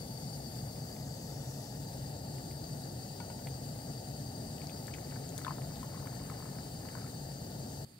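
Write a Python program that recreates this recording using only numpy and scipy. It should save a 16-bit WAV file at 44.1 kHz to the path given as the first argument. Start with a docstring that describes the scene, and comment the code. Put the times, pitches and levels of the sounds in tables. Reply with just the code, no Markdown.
"""At a table with a gas camping stove, a hand-held two-port microphone close to the burner.
The flames roar low under the hiss of the gas jet, whose colour shifts as the hand turns the microphone.
A pot is lifted with a few small knocks, then hot water is poured into a metal mug: bubbles ring as
short plops and droplets tick on the wall.
In the last moment the burner sounds quieter, thinner and further right."""
import sys
import numpy as np
from scipy import signal
from scipy.fft import rfft, irfft, next_fast_len
from scipy.io import wavfile
from scipy.ndimage import uniform_filter1d

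SR = 44100
rng = np.random.default_rng(int(sys.argv[2]) if len(sys.argv) > 2 else 0)


def persist_wave(psi):
    """Save psi, clipped to +-1, as 16-bit WAV."""
    counts = np.round(np.clip(psi, -1, 1) * 32767).astype(np.int16)
    wavfile.write(sys.argv[1], SR, np.atleast_2d(counts).T)


N = 352342
POUR_START_S, POUR_STOP_S = 4.5, 7.3
POT_PAN_DB, HANDLE_PAN_DB, MUG_PAN_DB, SNAP_PAN_DB = 8.5, -2, 9, 7  # left minus right


def flame(level_db=-42.5):
    """The ring of small flames rumbles in lumps, close to the microphone."""
    # Each row: frequency in Hz, relative level at the left and right port in dB.
    roar_spectrum = [(15, -52, -47), (28, -27, -38), (46.5, -15, -23), (68.3, -11.5, -12), (111, -5.5, -6),
                     (125.5, -1.5, -1.5), (137.6, 3, 0), (147, -4, -6), (162, -5.5, -7.5),
                     (192, -10, -10.5), (276, -10.5, -11.5), (318, -17.5, -17), (410, -15, -20.5),
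                     (720, -15.5, -23), (846, -20.5, -23), (926, -24, -25), (960, -35.5, -43),
                     (1250, -49, -49.5)]
    hz, _ = stft_grid(4096)
    field_db = spectrum_at(roar_spectrum, hz)[..., None]
    roar = turbulence(field_db, size=4096, patchy_db=0.54, flicker_db=0.14, flicker_s=0.041)
    return roar * gain_of(level_db)


def jet(level_db=-49.5, pass_s=1.47, pass_width_s=0.3):
    """Gas hisses through the nozzle; its colour shifts as the microphone turns and the pot passes."""
    # The bare hiss. Each row: frequency in Hz, relative level left and right in dB.
    hiss_spectrum = [(680, -11, -1), (960, -4, -11), (1080, -2, -0.5), (1460, -3, -25.5), (1880, 0, -14),
                     (2390, -11.5, -11.5), (3340, 0, -10), (3720, -3, -11), (5440, 0, 0.5),
                     (6760, -1.5, -4), (7900, -1, -4.5), (10000, -6.5, -6.5), (12100, -9, -10),
                     (13500, -8.5, -15), (15900, -1.5, -8)]
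    # Resonances and notches of the burner tube and its surroundings. Each row: centre and width in Hz,
    # then left and right dB at rest, per unit of turn and with the pot near, then shift in Hz per unit.
    resonances = [(4636, 317, 16, 9.5, 1.5, -7, -2, -7, -18), (6350, 490, 4.5, 1.5, -4.5, 2, -1, -5, -60),
                  (8930, 770, 4, 7, -1, -2.5, -2, -3, -480), (11300, 690, -4, 9.5, -2, 2.5, 2, 0, 89),
                  (7540, 580, 4.5, -0.5, -3.5, -7, 1, -5, 150), (3296, 280, -7.5, 0, -3, 2, -1, -3, 30),
                  (5700, 410, -1.5, -21, 4, 6, 8.5, 6, 26), (6860, 360, -13, 4, 15, 1.5, 1, 5, 108),
                  (9500, 510, -7.5, -3, 7, 7, 6, 6, -100), (10300, 420, 0, -8, -3, 4, -3, 2, 30),
                  (3560, 220, -1.5, 2, 5.5, 4, 7, -1, 30), (3800, 210, 1, 1, -8, -6, -4, 1, 30),
                  (2130, 130, 1, 3, 4, 5, -3, -2, 30), (13800, 600, 5.5, 6, -2, -4, 1, 3, 30),
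                  (13000, 840, 1, -2, 2, 7, -1, -1, 30)]
    # Table top, canister and pot throw the hiss back. Each row: delay in ms, left and right share,
    # change of delay in ms per unit of turn.
    echoes = [(.75, 0.2, 0.12, 0.052), (1.6, 0.064, 0.14, -0.12), (2.3, 0.16, 0.084, 0.11),
              (3.4, 0.21, 0.096, -0.14), (4.9, 0.43, 0.16, 0.15)]
    # The hand slowly turns the microphone. Each row: time in seconds, turn from -1 to 1.
    mic_turn = [(0, 1), (.6, 0.75), (1.1, 0.25), (1.7, -0.064), (2.1, -0.32), (2.7, -0.022), (4.7, 0.069),
                (5.6, -0.4), (7.9, -0.3)]
    hz, t = stft_grid(512)
    turn = np.interp(t, *np.transpose(mic_turn))
    pot_near = np.exp(-((t - pass_s) / pass_width_s) ** 2)
    field_db = spectrum_at(hiss_spectrum, hz)[..., None] - 60 * (hz < 600)[:, None]
    for centre, width, left, right, left_turn, right_turn, left_pot, right_pot, shift in resonances:
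        bell = np.exp(-2 * ((hz[:, None] - centre - shift * turn) / width) ** 2)
        ports_db = np.array([left + left_turn * turn + left_pot * pot_near,
                             right + right_turn * turn + right_pot * pot_near])
        field_db = field_db + bell * ports_db[:, None]
    comb = 1
    for ms, left, right, drift in echoes:
        late = np.exp(-2j * np.pi * np.outer(hz, ms + drift * turn) / 1000)
        comb = comb + np.array([left * late, right * late])
    field_db = field_db + 20 * np.log10(abs(comb) + 1e-3)
    hiss = turbulence(field_db, size=512, patchy_db=1.16, flicker_db=0.33, flicker_s=0.019)
    return hiss * gain_of(level_db)


def turbulence(field_db, size, patchy_db, flicker_db, flicker_s):
    """Rushing gas at both ports: noise of RMS 1 coloured by field_db, with drifting patches and flicker."""
    # Each row: frequency in Hz, likeness of the two ports from 0 to 1.
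    port_likeness = [(150, 1), (300, 0.98), (850, 0.97), (1000, 0.83), (1700, 0.8), (2600, 0.6),
                     (3900, 0.26), (4650, 0.64), (5000, 0.6), (5350, 0.37), (5700, 0.7), (6050, 0.64),
                     (7000, 0.34), (8300, 0.55), (8800, 0.83), (9200, 0.25), (9500, 0.4), (10000, 0.55),
                     (11000, 0.3), (13000, 0.1)]
    # Each row: frequency in Hz, phase lead of the left port in radians.
    port_lead = [(0, 0), (80, 0), (200, .22), (260, .48), (370, 1.15), (900, 1), (1200, 2.6), (1900, 1.7),
                 (2500, 3.7), (3200, 4.3), (3900, 5.4), (4650, 6.9), (5340, 6.8), (6030, 8.8), (7400, 9.8),
                 (8300, 10.2), (8800, 12.3), (10100, 12.4), (10600, 10), (12300, 9.2), (13400, 12),
                 (16000, 15)]
    hz, t = stft_grid(size)
    left_re, left_im, own_re, own_im, patches = rng.standard_normal((len(t), len(hz), 5)).T
    patches = uniform_filter1d(patches, size=10, axis=0)
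    patches = unit_rms(uniform_filter1d(patches, size=12, axis=1))
    memory = np.exp(-(t[1] - t[0]) / flicker_s)
    flicker = unit_rms(signal.lfilter([1], [1, -memory], rng.standard_normal(len(t))))
    # The delay between the ports changes while the pot stands in the way.
    from_s, to_s, sway_s = 0.8, 1.82, -0.000043
    in_the_way = np.clip(np.minimum(t - from_s, to_s - t) / 0.28 + .5, 0, 1)
    lead = np.interp(hz, *np.transpose(port_lead))[:, None]
    lead = lead + 2 * np.pi * np.outer(hz, sway_s * in_the_way)
    likeness = np.clip(spectrum_at(port_likeness, hz).T, 0, 1)
    left = left_re + 1j * left_im
    right = likeness * left * np.exp(-1j * lead) + np.sqrt(1 - likeness ** 2) * (own_re + 1j * own_im)
    spectra = np.array([left, right]) * gain_of(field_db + patchy_db * patches + flicker_db * flicker)
    _, noise = signal.istft(spectra, nperseg=size, noverlap=3 * size // 4)
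    return unit_rms(noise[:, :N])


def pour(swarm_db=-64, swarm_spread_s=0.044, fizz_db=-62):
    """The stream traps large bubbles, each in a swarm of small ones; fine fizz fills the gaps."""
    # Each row: start in seconds, level in dB, pitch in Hz, cycles to die by 60 dB,
    # level of the slap against the bubble in dB.
    large_bubbles = [(4.583, -49, 2700, 11, -8), (4.617, -45.5, 2350, 16, -8), (4.695, -44, 2460, 16, -8),
                     (4.697, -46, 3550, 18, -8), (4.8814, -39, 1750, 6, -12), (4.938, -38.5, 2350, 15, -17),
                     (4.946, -43, 2050, 8, -11), (4.9845, -43, 1650, 2, -6), (5.110, -49, 2500, 8, -8),
                     (5.122, -47, 1500, 8, -2), (5.127, -49, 1550, 7, -8), (5.1585, -46, 1590, 14, -11),
                     (5.1642, -49, 1450, 10, -10), (5.389, -43, 1560, 9, -10), (5.415, -47, 1300, 8, -10),
                     (5.4475, -35.5, 1390, 12, -20), (5.448, -36.5, 3550, 17, -16),
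                     (5.4658, -35, 1030, 14, 0), (5.4803, -30.5, 1050, 11, -14),
                     (5.5072, -35, 990, 7, -1.5), (5.5178, -44, 940, 8, -8), (5.583, -43, 1050, 4, -5),
                     (5.619, -43, 2020, 5, -13), (5.829, -43.5, 1010, 14, -6), (5.938, -52, 1800, 5, -4),
                     (5.944, -47, 1110, 16, -10), (5.9745, -47, 1050, 10, -8),
                     (6.0242, -49.5, 1060, 14, -6), (6.059, -47, 1010, 9, -6),
                     (6.0713, -43.5, 1410, 12, -1), (6.128, -50, 1000, 8, -7), (6.195, -52, 1900, 8, -6),
                     (6.213, -51, 1050, 14, -6), (6.2996, -39.5, 1250, 8, -6), (6.319, -42, 1100, 5, -9),
                     (6.340, -52, 1750, 12, -8), (6.349, -53, 1500, 10, -8), (6.3885, -47, 1000, 3, -2),
                     (6.402, -47, 1052, 6, -3), (6.424, -43.5, 1080, 6, -5), (6.456, -44.5, 1000, 5, -2),
                     (6.488, -52, 1150, 5, -4), (6.555, -54, 2110, 7, -8), (6.586, -46, 1500, 7, -8),
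                     (6.8524, -43, 1040, 1.5, -5), (6.8869, -43, 1800, 8, -2), (6.903, -56, 1300, 5, -5),
                     (6.930, -53, 1700, 9, -8), (6.9524, -41, 1010, 5, -13), (6.9517, -42, 1480, 13, -12),
                     (6.973, -47, 1460, 14, -14), (6.9765, -51, 1200, 12, -10), (6.985, -49, 1500, 11, -10),
                     (6.993, -52, 1400, 8, -6), (7.011, -50, 1400, 9, -8), (7.018, -53, 1500, 11, -8),
                     (7.043, -50, 1360, 20, -12), (7.066, -52, 1410, 6, 1)]
    plops = np.zeros((2, N))
    for start, db, hz, cycles, slap_db in large_bubbles:
        add(plops, start, gain_of(db) * panned(plop(hz, cycles / hz, slap_db), MUG_PAN_DB, lag=4))
    ticks = droplets()
    parent_s, parent_db = np.repeat(large_bubbles, 7, axis=0).T[:2]  # seven small to each large one
    swarm_times = parent_s + swarm_spread_s * rng.standard_normal(len(parent_s))
    swarm = small_bubbles(swarm_times, swarm_db + .35 * (parent_db + 45))
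    progress = rng.random(size=400)
    fizz_times = POUR_START_S + (POUR_STOP_S - POUR_START_S) * progress
    swell_db = 20 * np.log10(np.sin(np.pi * progress) + 0.076)
    fizz = small_bubbles(fizz_times, fizz_db + swell_db)
    return mug(plops + ticks + swarm + fizz)


def plop(hz, t60, slap_db):
    """Water slaps, and the bubble it traps rings: a dying sine that starts sharp and settles."""
    sharp_share, settle_cycles, rise_cycles = 0.11, 1.1, 0.34
    slap_ratio, slap_cycles = 1.45, 1.4
    t = np.arange(1200) / SR
    turns = hz * t + sharp_share * settle_cycles * (1 - np.exp(-hz * t / settle_cycles))
    rise = (1 - np.exp(-hz * t / rise_cycles)) ** 2
    fade = gain_of(-60 * (t / max(t60, .002)) ** 1.6)  # holds at first, then stops short
    bubble = unit_peak(np.sin(2 * np.pi * turns) * fade * rise)
    slap_turns = slap_ratio * hz * (t - .001)
    slap = -np.cos(2 * np.pi * slap_turns) * np.exp(-(slap_turns / slap_cycles) ** 2)
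    return bubble + gain_of(slap_db) * slap


def small_bubbles(times, levels_db, empty_hz=2930, filled_hz=1700, fill_s=1):
    """Bubbles of random strength and pitch; the highest pitch sinks as water covers the bottom."""
    out = np.zeros((2, N))
    for start, db, (faintness, pitch) in zip(times, levels_db, rng.random((len(times), 2))):
        top_hz = filled_hz + (empty_hz - filled_hz) * np.exp(-max(start - POUR_START_S, 0) / fill_s)
        hz = 1000 * (top_hz / 1000) ** pitch
        gain = gain_of(db - 1.9 * np.log(faintness + 0.036))  # a few stand out
        add(out, start, gain * panned(plop(hz, t60=0.01, slap_db=-3), MUG_PAN_DB, lag=4))
    return out


def droplets():
    """Droplets snap on the wall of the mug, each a tiny burst of band noise."""
    # Each row: start in seconds, level in dB, band centre in Hz.
    snaps = [(4.67, -34, 5230), (4.870, -34, 6600), (4.875, -43, 13900), (4.9395, -34, 4200),
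             (5.165, -37, 14000), (5.291, -35.5, 5470), (5.364, -34, 14000), (5.379, -27.5, 6750),
             (5.385, -34, 12060), (5.42, -32, 13000), (5.448, -48, 3020), (5.48, -40, 2700),
             (5.757, -42.5, 3500), (5.830, -38, 14000), (5.831, -49, 2300), (6.073, -47, 2200)]
    out, t = np.zeros((2, N)), np.arange(300) / SR
    for (start, db, hz), noise in zip(snaps, rng.standard_normal((len(snaps), len(t)))):
        band = signal.butter(2, [.7 * hz, min(1.45 * hz, 20000)], "bandpass", fs=SR)
        snap = unit_peak(signal.lfilter(*band, noise * t * np.exp(-t / 0.00033)))
        add(out, start, gain_of(db) * panned(snap, SNAP_PAN_DB, lag=2))
    return out


def mug(water):
    """The water heard directly, plus the modes of the metal mug that it sets ringing."""
    # Each row: frequency in Hz, gain at resonance in dB, seconds to die by 60 dB.
    modes = [(1080, -5, 0.013), (1420, -1, 0.053), (1820, -11, 0.015)]
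    t = np.arange(1500) / SR
    ring = sum(gain_of(db - 60 * t / t60) * np.sin(2 * np.pi * hz * t) * 2 * np.log(1000) / t60 / SR
               for hz, db, t60 in modes)
    return water + signal.oaconvolve(water, ring[None], axes=1)[:, :N]


def pot_knocks(contact_db=-3, contact_s=0.0043):
    """Left of the microphone the pot wall rings dully when knocked, over a scratch of contact."""
    # Each row: start in seconds, level in dB, share of the free ringing time from 0 to 1.
    knocks = [(3.2011, -40.5, .9), (3.3, -45.5, 0.7), (3.389, -51, 0.9)]
    # Each row: frequency in Hz, relative level in dB, seconds to die by 60 dB when ringing freely.
    wall_modes = [(940, 8.5, 0.073), (1100, -2, .03), (1444, -2, 0.13), (1740, -19, 0.026),
                  (2010, -4, 0.027), (2300, -2, 0.038), (2620, -6, 0.035), (3150, -8, .025),
                  (6340, -12, .02)]
    out, t = np.zeros((2, N)), np.arange(6000) / SR
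    band = signal.butter(2, [1500, 6500], "bandpass", fs=SR)
    for (start, db, ring_share), noise in zip(knocks, rng.standard_normal((len(knocks), len(t)))):
        contact = signal.lfilter(*band, noise) * np.exp(-t / contact_s)
        knock = struck(wall_modes, t, ring_share, rise_s=0.0011) + gain_of(contact_db) * contact
        add(out, start, gain_of(db) * panned(knock, POT_PAN_DB, lag=4))
    return out


def handle_clicks():
    """Handle and hand click drily near the centre: modes that die almost at once."""
    # Each row: start in seconds, level in dB.
    clicks = [(0.7589, -51), (0.9649, -48), (2.3825, -49), (2.511, -46.5), (3.4709, -36.5), (3.80, -54)]
    # Each row: frequency in Hz, relative level in dB, seconds to die by 60 dB.
    handle_modes = [(900, -1.5, 0.0093), (2120, -0.5, 0.011), (2350, -3.5, 0.013), (2780, -4, 0.0096),
                    (3350, -5, 0.0093), (3870, -13, .008)]
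    out, t = np.zeros((2, N)), np.arange(6000) / SR
    click = struck(handle_modes, t, ring_share=1, rise_s=0.00049)
    for start, db in clicks:
        add(out, start, gain_of(db) * panned(click, HANDLE_PAN_DB, lag=0))
    return out


def struck(modes, t, ring_share, rise_s):
    """A struck body: each mode rings for ring_share of its free time; peak 1."""
    ring = sum(gain_of(db - 60 * t / (t60 * ring_share)) * np.sin(2 * np.pi * hz * t)
               for hz, db, t60 in modes)
    return unit_peak(ring * (1 - np.exp(-t / rise_s)))


def quieted(burner):
    """The burner as heard in the last moment: quieter, thinner and further right."""
    # Each row: frequency in Hz, change left and right in dB.
    drop = [(100, -16, -14), (300, -12.5, -11), (865, -25, -16), (1440, -17, 6), (2900, -12, -2),
            (4650, -18, -3.5), (5640, -16, -16), (7540, -12, -12), (9200, -12, -8), (11100, -9, -8),
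            (14500, -15, -8)]
    size = next_fast_len(N)
    gains = gain_of(spectrum_at(drop, np.fft.rfftfreq(size, 1 / SR)))
    return irfft(rfft(burner, size) * gains, size)[:, :N]


def near_reflections(x, level_db, t60):
    """Mug, table and cloth scatter each small sound into a short ragged tail, different at each port."""
    t = np.arange(2600) / SR
    taps = rng.standard_normal((2, len(t))) * (rng.random((2, len(t))) < .03)
    taps = taps * (t > .002) * gain_of(-60 * t / t60)
    taps = taps / np.linalg.norm(taps, axis=1, keepdims=True)
    return x + gain_of(level_db) * signal.oaconvolve(x, taps, axes=1)[:, :N]


def gain_of(db):
    return 10 ** (np.asarray(db) / 20)


def unit_rms(x):
    return x / np.sqrt(np.mean(x ** 2) + 1e-20)


def unit_peak(x):
    return x / abs(x).max()


def spectrum_at(points, hz):
    """Every value column of a spectrum table at the frequencies hz."""
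    table_hz, *columns = np.transpose(points)
    return np.array([np.interp(np.log(hz + 1), np.log(table_hz + 1), column) for column in columns])


def stft_grid(size):
    """Bin frequencies and frame times of the short-time spectra."""
    return np.fft.rfftfreq(size, 1 / SR), np.arange(4 * N // size + 5) * size / 4 / SR


def add(mix, start_s, sound):
    part = mix[:, round(start_s * SR):][:, :sound.shape[1]]
    part += sound[:, :part.shape[1]]


def panned(sound, pan_db, lag):
    """One sound at both ports, the right one late by lag samples."""
    late = np.concatenate([np.zeros(lag), sound[:len(sound) - lag]])
    return np.array([sound * gain_of(pan_db / 2), late * gain_of(-pan_db / 2)])


def scene(drop_s=7.85):
    """The burner runs under pot and pour; from drop_s it sounds quieter, thinner and further right."""
    burner = flame() + jet()
    handling = near_reflections(pot_knocks() + handle_clicks() + pour(), level_db=-6, t60=0.034)
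    before_drop = np.clip((drop_s - np.arange(N) / SR) / .003 + .5, 0, 1)  # 3 ms crossfade
    return before_drop * (burner + handling) + (1 - before_drop) * quieted(burner)


def record(dry, edge_hz=15750):
    """The recorder cuts the top treble steeply."""
    lowpass = signal.firwin(1023, edge_hz, window=("kaiser", 9), fs=SR)
    return signal.oaconvolve(dry, lowpass[None], "same")


dry = scene()
out = record(dry)
persist_wave(out)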